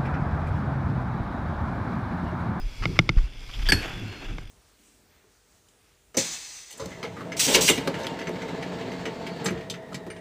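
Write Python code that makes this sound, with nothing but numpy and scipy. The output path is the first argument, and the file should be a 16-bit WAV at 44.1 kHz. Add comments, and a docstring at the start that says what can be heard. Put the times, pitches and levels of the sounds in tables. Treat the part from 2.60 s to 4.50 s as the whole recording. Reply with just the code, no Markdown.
"""BMX peg grind on a ledge

A BMX bike coasts up a concrete ramp, hops, and lands two steel pegs on a ledge, where they grind along.
The freewheel ticks throughout; the tyres hiss and the frame rumbles. The microphone rides on the rider's
chest, close above the bike: its case is knocked a few times, and air buffets it."""
import sys
import numpy as np
from scipy import signal
from scipy.fft import rfft, irfft
from scipy.io import wavfile

SR = 44100
rng = np.random.default_rng(int(sys.argv[2]) if len(sys.argv) > 2 else 0)


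def to_wav(sig):
    """Store sig (one row per channel, or 1-D mono) as 16-bit WAV at the path in sys.argv[1].

    Samples outside -1..1 are clipped; the rate is SR.
    """
    pcm = np.clip(np.atleast_2d(sig), -1, 1) * 32767
    pcm = np.round(pcm).astype(np.int16)
    wavfile.write(sys.argv[1], SR, pcm.T)  # frames by channels


N = 83790
T = np.arange(N) / SR


def from_db(db):
    """Decibels to gain."""
    return 10 ** (np.asarray(db) / 20)


def rms_one(x):
    """Scale to rms 1."""
    return x / np.sqrt(np.mean(x ** 2) + 1e-20)


def level(rows):
    """Gain over time from rows of (time [s], level [dB])."""
    return from_db(np.interp(T, *np.transpose(rows)))


def coloured(spectrum, source=None):
    """White noise, or a given source, shaped by a spectrum that falls away at both ends; rms 1."""
    source = rng.standard_normal(N) if source is None else source
    hz, db = np.transpose(spectrum)
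    f = np.maximum(np.arange(N // 2 + 1) * SR / N, 1)
    skirts = np.minimum(f / hz[0], 1) ** 2 * np.minimum(hz[-1] / f, 1) ** 2
    shape = from_db(np.interp(np.log(f), np.log(hz), db))
    return rms_one(irfft(rfft(source) * skirts * shape, N))


def drift(rate_hz):
    """Smooth random wander, rms 1."""
    r = np.exp(-2 * np.pi * rate_hz / SR)
    return rms_one(signal.lfilter([1], [1, -2 * r, r * r], rng.standard_normal(2 * N))[N:])


def clicks(rows):
    """One impulse for each row of (time [s], level [dB])."""
    out = np.zeros(N) + 1e-18
    for s, db in rows:
        out[int(s * SR)] += from_db(db)
    return out


def ring(force, modes):
    """A force sets decaying modes ringing, with alternating signs."""
    out = np.zeros(N)
    for k, (hz, db, t60) in enumerate(modes):
        r, w = np.exp(-np.log(1000) / (t60 * SR)), 2 * np.pi * hz / SR
        mode = signal.lfilter([0, np.sin(w)], [1, -2 * r * np.cos(w), r * r], force)
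        out += (-1) ** k * from_db(db) * mode
    return out


def dying(force, t60):
    """Envelope that jumps at each impulse and falls 60 dB in t60 seconds."""
    return signal.lfilter([1], [1, -np.exp(-np.log(1000) / (t60 * SR))], force)


def swell(start, length, db):
    """Rounded envelope of one short sound."""
    return from_db(db) * np.sqrt(np.abs(np.sin(np.pi * np.clip((T - start) / length, 0, 1))))


def grit(grains_per_s=5000, spread_db=2):
    """Dense random clicks of uneven size."""
    sizes = from_db(spread_db * np.minimum(rng.exponential(1, N), 5)) * rng.choice([-1, 1], N)
    return sizes * (rng.random(N) < grains_per_s / SR)


def freewheel(peak_s=.0022, flicker_db=1.8):
    """Each pawl drop is a fine click with a short rattle of the hub; the rate follows the rear wheel."""
    # the coasting hub: (time [s], tick rate [1/s], rattle level [dB], click level [dB])
    coasting = [(0, 75, -62.5, -72), (.35, 98, -64, -78), (0.601, 88, -55.5, -80), (.72, 84, -56, -77),
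                (.82, 87, -52.5, -74), (1.001, 72, -50.5, -65), (1.3, 51, -50, -63.5), (1.5, 48, -58, -72),
                (1.9, 48, -58, -73)]
    # hub rattle and pawl click: (frequency [Hz], density [dB])
    hub = [(1600, -16), (2200, 2), (2750, -8), (3400, 7), (4000, -15.5), (5000, -5), (8000, -26)]
    pawl = [(6500, -8), (9500, -6), (12500, 0), (14500, -31)]
    times, *columns = np.transpose(coasting)
    rate, rattle_db, click_db = [np.interp(T, times, column) for column in columns]
    since_tick = (np.cumsum(rate) / SR % 1) / rate
    age = since_tick / peak_s
    ticks = rms_one(age * np.exp(-age)) * from_db(flicker_db * drift(23))
    return ticks * (from_db(rattle_db) * coloured(hub) + from_db(click_db) * coloured(pawl))


def wheels(whirr_db=-9):
    """Below the rider the tyres hiss on concrete and the spinning bearings whirr."""
    # rolling hiss and open air: (time [s], level [dB])
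    loudness = [(0, -56.5), (.18, -49.5), (.3, -48.5), (.37, -49.5), (.43, -54), (.55, -57.5), (.65, -51.5),
                (.69, -60), (.85, -53), (1.0, -47.5), (1.8, -57.5), (1.9, -63)]
    # tyre hiss: (frequency [Hz], density [dB])
    tyre = [(240, -50), (400, -7.5), (867, -1), (1390, -4.5), (1540, -36), (2190, 7), (3150, -9.5),
            (3390, -6), (3890, -4), (5110, 0.5), (6920, -14.5), (13100, -22.5), (15000, -23)]
    # bearing modes: (frequency [Hz], level [dB], t60 [s])
    bearings = [(3306, 7, 0.081), (4877, 9.5, .06), (6010, 4.5, 0.1), (7350, -1, 0.16)]
    hiss = coloured(tyre)
    whirr = rms_one(ring(rng.standard_normal(N), bearings))
    return level(loudness) * (hiss + from_db(whirr_db) * whirr)


def frame():
    """The frame rumbles along, and thuds over bumps and as the weight comes down."""
    # running rumble and single thuds: (time [s], level [dB])
    loudness = [(0, -48), (.18, -54.5), (.22, -37.5), (.315, -32.5), (.44, -37.5), (.55, -41.5), (.62, -46),
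                (.7, -54), (.92, -53.5), (.99, -43.5), (1.06, -44.5), (1.14, -27.5), (1.23, -42),
                (1.45, -35.5), (1.55, -45.5), (1.66, -48.5), (1.71, -39.5), (1.77, -43.5), (1.9, -55.5)]
    thuds = [(.299, -2.5), (.311, -28), (1.094, -2.5), (1.124, 4)]
    # rumble: (frequency [Hz], density [dB])
    rumble = [(55, -22.5), (100, 3), (150, -6), (200, -8), (300, -11), (420, -15.5), (600, -33),
              (1200, -31)]
    # frame modes: (frequency [Hz], level [dB], t60 [s])
    modes = [(68, -27, 0.29), (85.6, -23, 0.066), (183, -18, 0.049), (287, -29, 0.107), (363, -30, 0.11)]
    return level(loudness) * coloured(rumble) + ring(clicks(thuds), modes)


def buffeting():
    """Lumpy air hits the microphone, and the hop jolts it into a deep sway."""
    # gusts and the jolt: (time [s], level [dB])
    gusts = [(0, -28), (.17, -35.5), (.22, -25.5), (.27, -34), (.5, -37.5), (.64, -22), (.72, -43),
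             (.93, -40.5), (.98, -24), (1.12, -23), (1.22, -35.5), (1.62, -48.5), (1.72, -34.5),
             (1.78, -39), (1.9, -33.5)]
    jolts = [(.566, 3)]
    # wind on the microphone: (frequency [Hz], density [dB])
    wind = [(12, -13), (28, -2), (40, -4.5), (65, -22.5), (120, -25.5), (400, -107)]
    # the microphone's sway: (frequency [Hz], level [dB], t60 [s])
    sway = [(31.1, -7, 0.26), (48.2, -1.5, 0.026), (130, -10.5, 0.02)]
    return level(gusts) * coloured(wind) + ring(clicks(jolts), sway)


def whistles(waver_hz=20):
    """Friction holds one steel mode singing for a moment, its pitch wavering."""
    # thin tones of spinning and sliding steel: (start [s], length [s], frequency [Hz], level [dB])
    tones = [(-.02, .06, 5020, -53.5), (.04, .19, 3350, -60), (1.26, .18, 3430, -51.5),
             (1.43, .23, 4280, -56)]
    waver = waver_hz * drift(40)
    return sum(swell(start, length, db) * rms_one(np.sin(2 * np.pi * np.cumsum(hz + waver) / SR))
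               for start, length, hz, db in tones)


def tyre_scuffs():
    """Rubber rubs on concrete in short, grainy scuffs."""
    # scuffs: (start [s], length [s], level [dB])
    scuffs = [(.222, 0.031, -34), (.355, 0.022, -40.5), (.568, 0.027, -41), (.888, 0.021, -45),
              (.991, 0.011, -39.5)]
    # rubbing rubber: (frequency [Hz], density [dB])
    rubber = [(400, -26.5), (1150, -4), (1700, -8.5), (2900, -10), (3600, -24), (4900, -16.5),
              (9000, -44.5)]
    return sum(swell(*scuff) for scuff in scuffs) * coloured(rubber, grit())


def case_knocks(rattle_s=.0055, mount_lag_s=.00317):
    """Hard taps ring the microphone's case and rattle it in its clip; its mount thumps just after."""
    # taps: (time [s], level [dB], contact brightness [Hz], rattle level [dB])
    knocks = [(0.2551, -8.5, 2800, -32), (.390, 0.5, 9600, -17), (.4915, -5.5, 5500, -23),
              (1.783, -24.5, 1900, -32)]
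    # case and mount modes: (frequency [Hz], level [dB], t60 [s])
    case = [(623, -8, 0.007), (860, -17, 0.021), (1212, -9.5, 0.011), (1405, -17.5, 0.033),
            (2130, -1, 0.017), (2306, 0, 0.0068), (2896, -11.5, 0.015), (3637, -13.5, 0.016),
            (4690, -13.5, 0.0064), (5250, -14, 0.009), (6200, -24.5, 0.0088), (7230, -29.5, 0.0084),
            (9760, -39, 0.0044)]
    mount = [(112.7, -11, 0.079), (171.4, -13, 0.097), (339, -14.5, 0.037)]
    clack = [(500, 0), (2600, 0), (6000, -7), (9000, -36)]
    out, noise = np.zeros(N), coloured(clack)
    for s, db, bright_hz, rattle_db in knocks:
        fade = (T >= s) * np.sqrt(np.clip(1 - (T - s) / rattle_s, 0, 1))
        tap = ring(clicks([(s, db)]), case) + from_db(rattle_db) * fade * noise
        r = np.exp(-2 * np.pi * bright_hz / SR)
        out += signal.lfilter([1 - r], [1, -r], tap)  # a softer contact loses treble
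        out += ring(clicks([(s + mount_lag_s, db)]), mount)
    return out


def clothing():
    """The rider's clothes swish close to the microphone during the hop."""
    # swishes: (start [s], length [s], level [dB])
    swishes = [(.93, 0.034, -41), (1.015, 0.02, -39.5), (1.053, 0.035, -33)]
    # rubbing cloth: (frequency [Hz], density [dB])
    cloth = [(600, -15.5), (2300, -9), (3370, 1), (4000, -17), (4940, -12), (8400, -32)]
    return sum(swell(*swish) for swish in swishes) * coloured(cloth, grit())


def peg_landing(hits, modes, crunch_db, sharp_share=.065, settle_s=.004):
    """A steel peg clanks on the ledge, sliding down in pitch as it seats, and crushes some concrete."""
    force = clicks(hits)
    age = np.maximum(T - hits[0][0], 0)
    bent_time = age + sharp_share * settle_s * (1 - np.exp(-age / settle_s))
    clank = sum((-1) ** k * from_db(db) * dying(force, t60) * np.sin(2 * np.pi * hz * bent_time)
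                for k, (hz, db, t60) in enumerate(modes))
    # crushed concrete: (frequency [Hz], density [dB])
    concrete = [(300, -5), (750, -7), (1200, -16), (1650, 6.5), (2000, -8.5), (3400, -8), (3980, -24.5),
                (4400, -3.5), (6800, -21.5), (8200, -18), (11700, -24.5), (15000, -42)]
    burst = dying(force, t60=.061) - dying(force, t60=.003)  # the short decay rounds the attack
    tail = from_db(-18) * dying(force, t60=.53)
    return clank + from_db(crunch_db) * (burst + tail) * coloured(concrete)


def front_peg():
    """The front peg lands first and chatters; the ledge then chokes its ring."""
    # contacts and choking: (time [s], level [dB])
    hits = [(1.0880, 0), (1.096, -9), (1.1015, -6)]
    damping = [(1.109, 0), (1.112, -9)]
    # peg modes: (frequency [Hz], level [dB], t60 [s])
    modes = [(1530, -22, 0.02), (1700, -25, 0.1), (3100, -19, 0.018), (4600, -17.5, 0.075),
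             (4900, -24, 0.016), (8450, -33, 0.055), (11750, -37, 0.044)]
    return level(damping) * peg_landing(hits, modes, crunch_db=-22)


def rear_peg():
    """The rear peg lands a moment later, bounces faintly and rings on."""
    # contacts: (time [s], level [dB])
    hits = [(1.1208, 0.5), (1.1335, -24)]
    # peg modes: (frequency [Hz], level [dB], t60 [s])
    modes = [(1624, -21, 0.062), (1686, -16, 0.05), (1795, -15, 0.048), (2150, -9, 0.017),
             (2562, -37, 0.45), (2800, -24, 0.03), (4345, -19, 0.14), (4395, -26, 0.26), (5150, -20, 0.02),
             (7450, -39, 0.18), (7900, -21, 0.018), (11520, -40.5, 0.24), (13750, -36, .025)]
    return peg_landing(hits, modes, crunch_db=-14.5)


def grind(rough_db=2, sing_db=-7, waver_db=3.5):
    """Grit under the sliding pegs rasps and keeps the steel singing; each mode comes and goes."""
    # the slide along the ledge: (time [s], level [dB])
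    loudness = [(1.1, -54), (1.14, -49), (1.25, -36.5), (1.33, -42), (1.42, -45), (1.69, -44), (1.82, -56),
                (1.9, -59)]
    # steel scraping concrete: (frequency [Hz], density [dB])
    scrape = [(300, 5), (550, -1.5), (780, 1), (1080, -5.5), (1540, 2.5), (1850, -2), (2600, -1),
              (3050, -4), (3450, -2), (4000, -18), (4600, -18), (7400, -18), (9000, -40), (15000, -31)]
    # modes of the sliding steel: (frequency [Hz], level [dB], t60 [s])
    modes = [(1560, -7, .035), (2680, 1, .04), (2850, -2, .045), (3400, -6, .025)]
    rasp = coloured(scrape, grit() * from_db(rough_db * drift(18.5)))
    force = grit()
    singing = sum(ring(force, [mode]) * from_db(waver_db * drift(8)) for mode in modes)
    return level(loudness) * (rasp + from_db(sing_db) * rms_one(singing))


def scene():
    """The ride in mono, as heard from the rider's chest."""
    impacts = case_knocks() + front_peg() + rear_peg()
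    riding = grind() + freewheel() + tyre_scuffs() + clothing() + wheels() + frame()
    return (impacts + riding + buffeting() + whistles())[None]


def record(dry, stopband_hz=16000):
    """The recorder adds a faint steady whine, clips the peaks and cuts the top."""
    # whine of the electronics: (frequency [Hz], rms level [dB])
    tones = [(8781, -74)]
    whine = sum(np.sqrt(2) * from_db(db) * np.sin(2 * np.pi * hz * T) for hz, db in tones)
    lowpass = signal.cheby2(16, 60, stopband_hz, fs=SR, output="sos")
    return signal.sosfilt(lowpass, np.clip(dry + whine, -1, 1))


dry = scene()
out = record(dry)
to_wav(out)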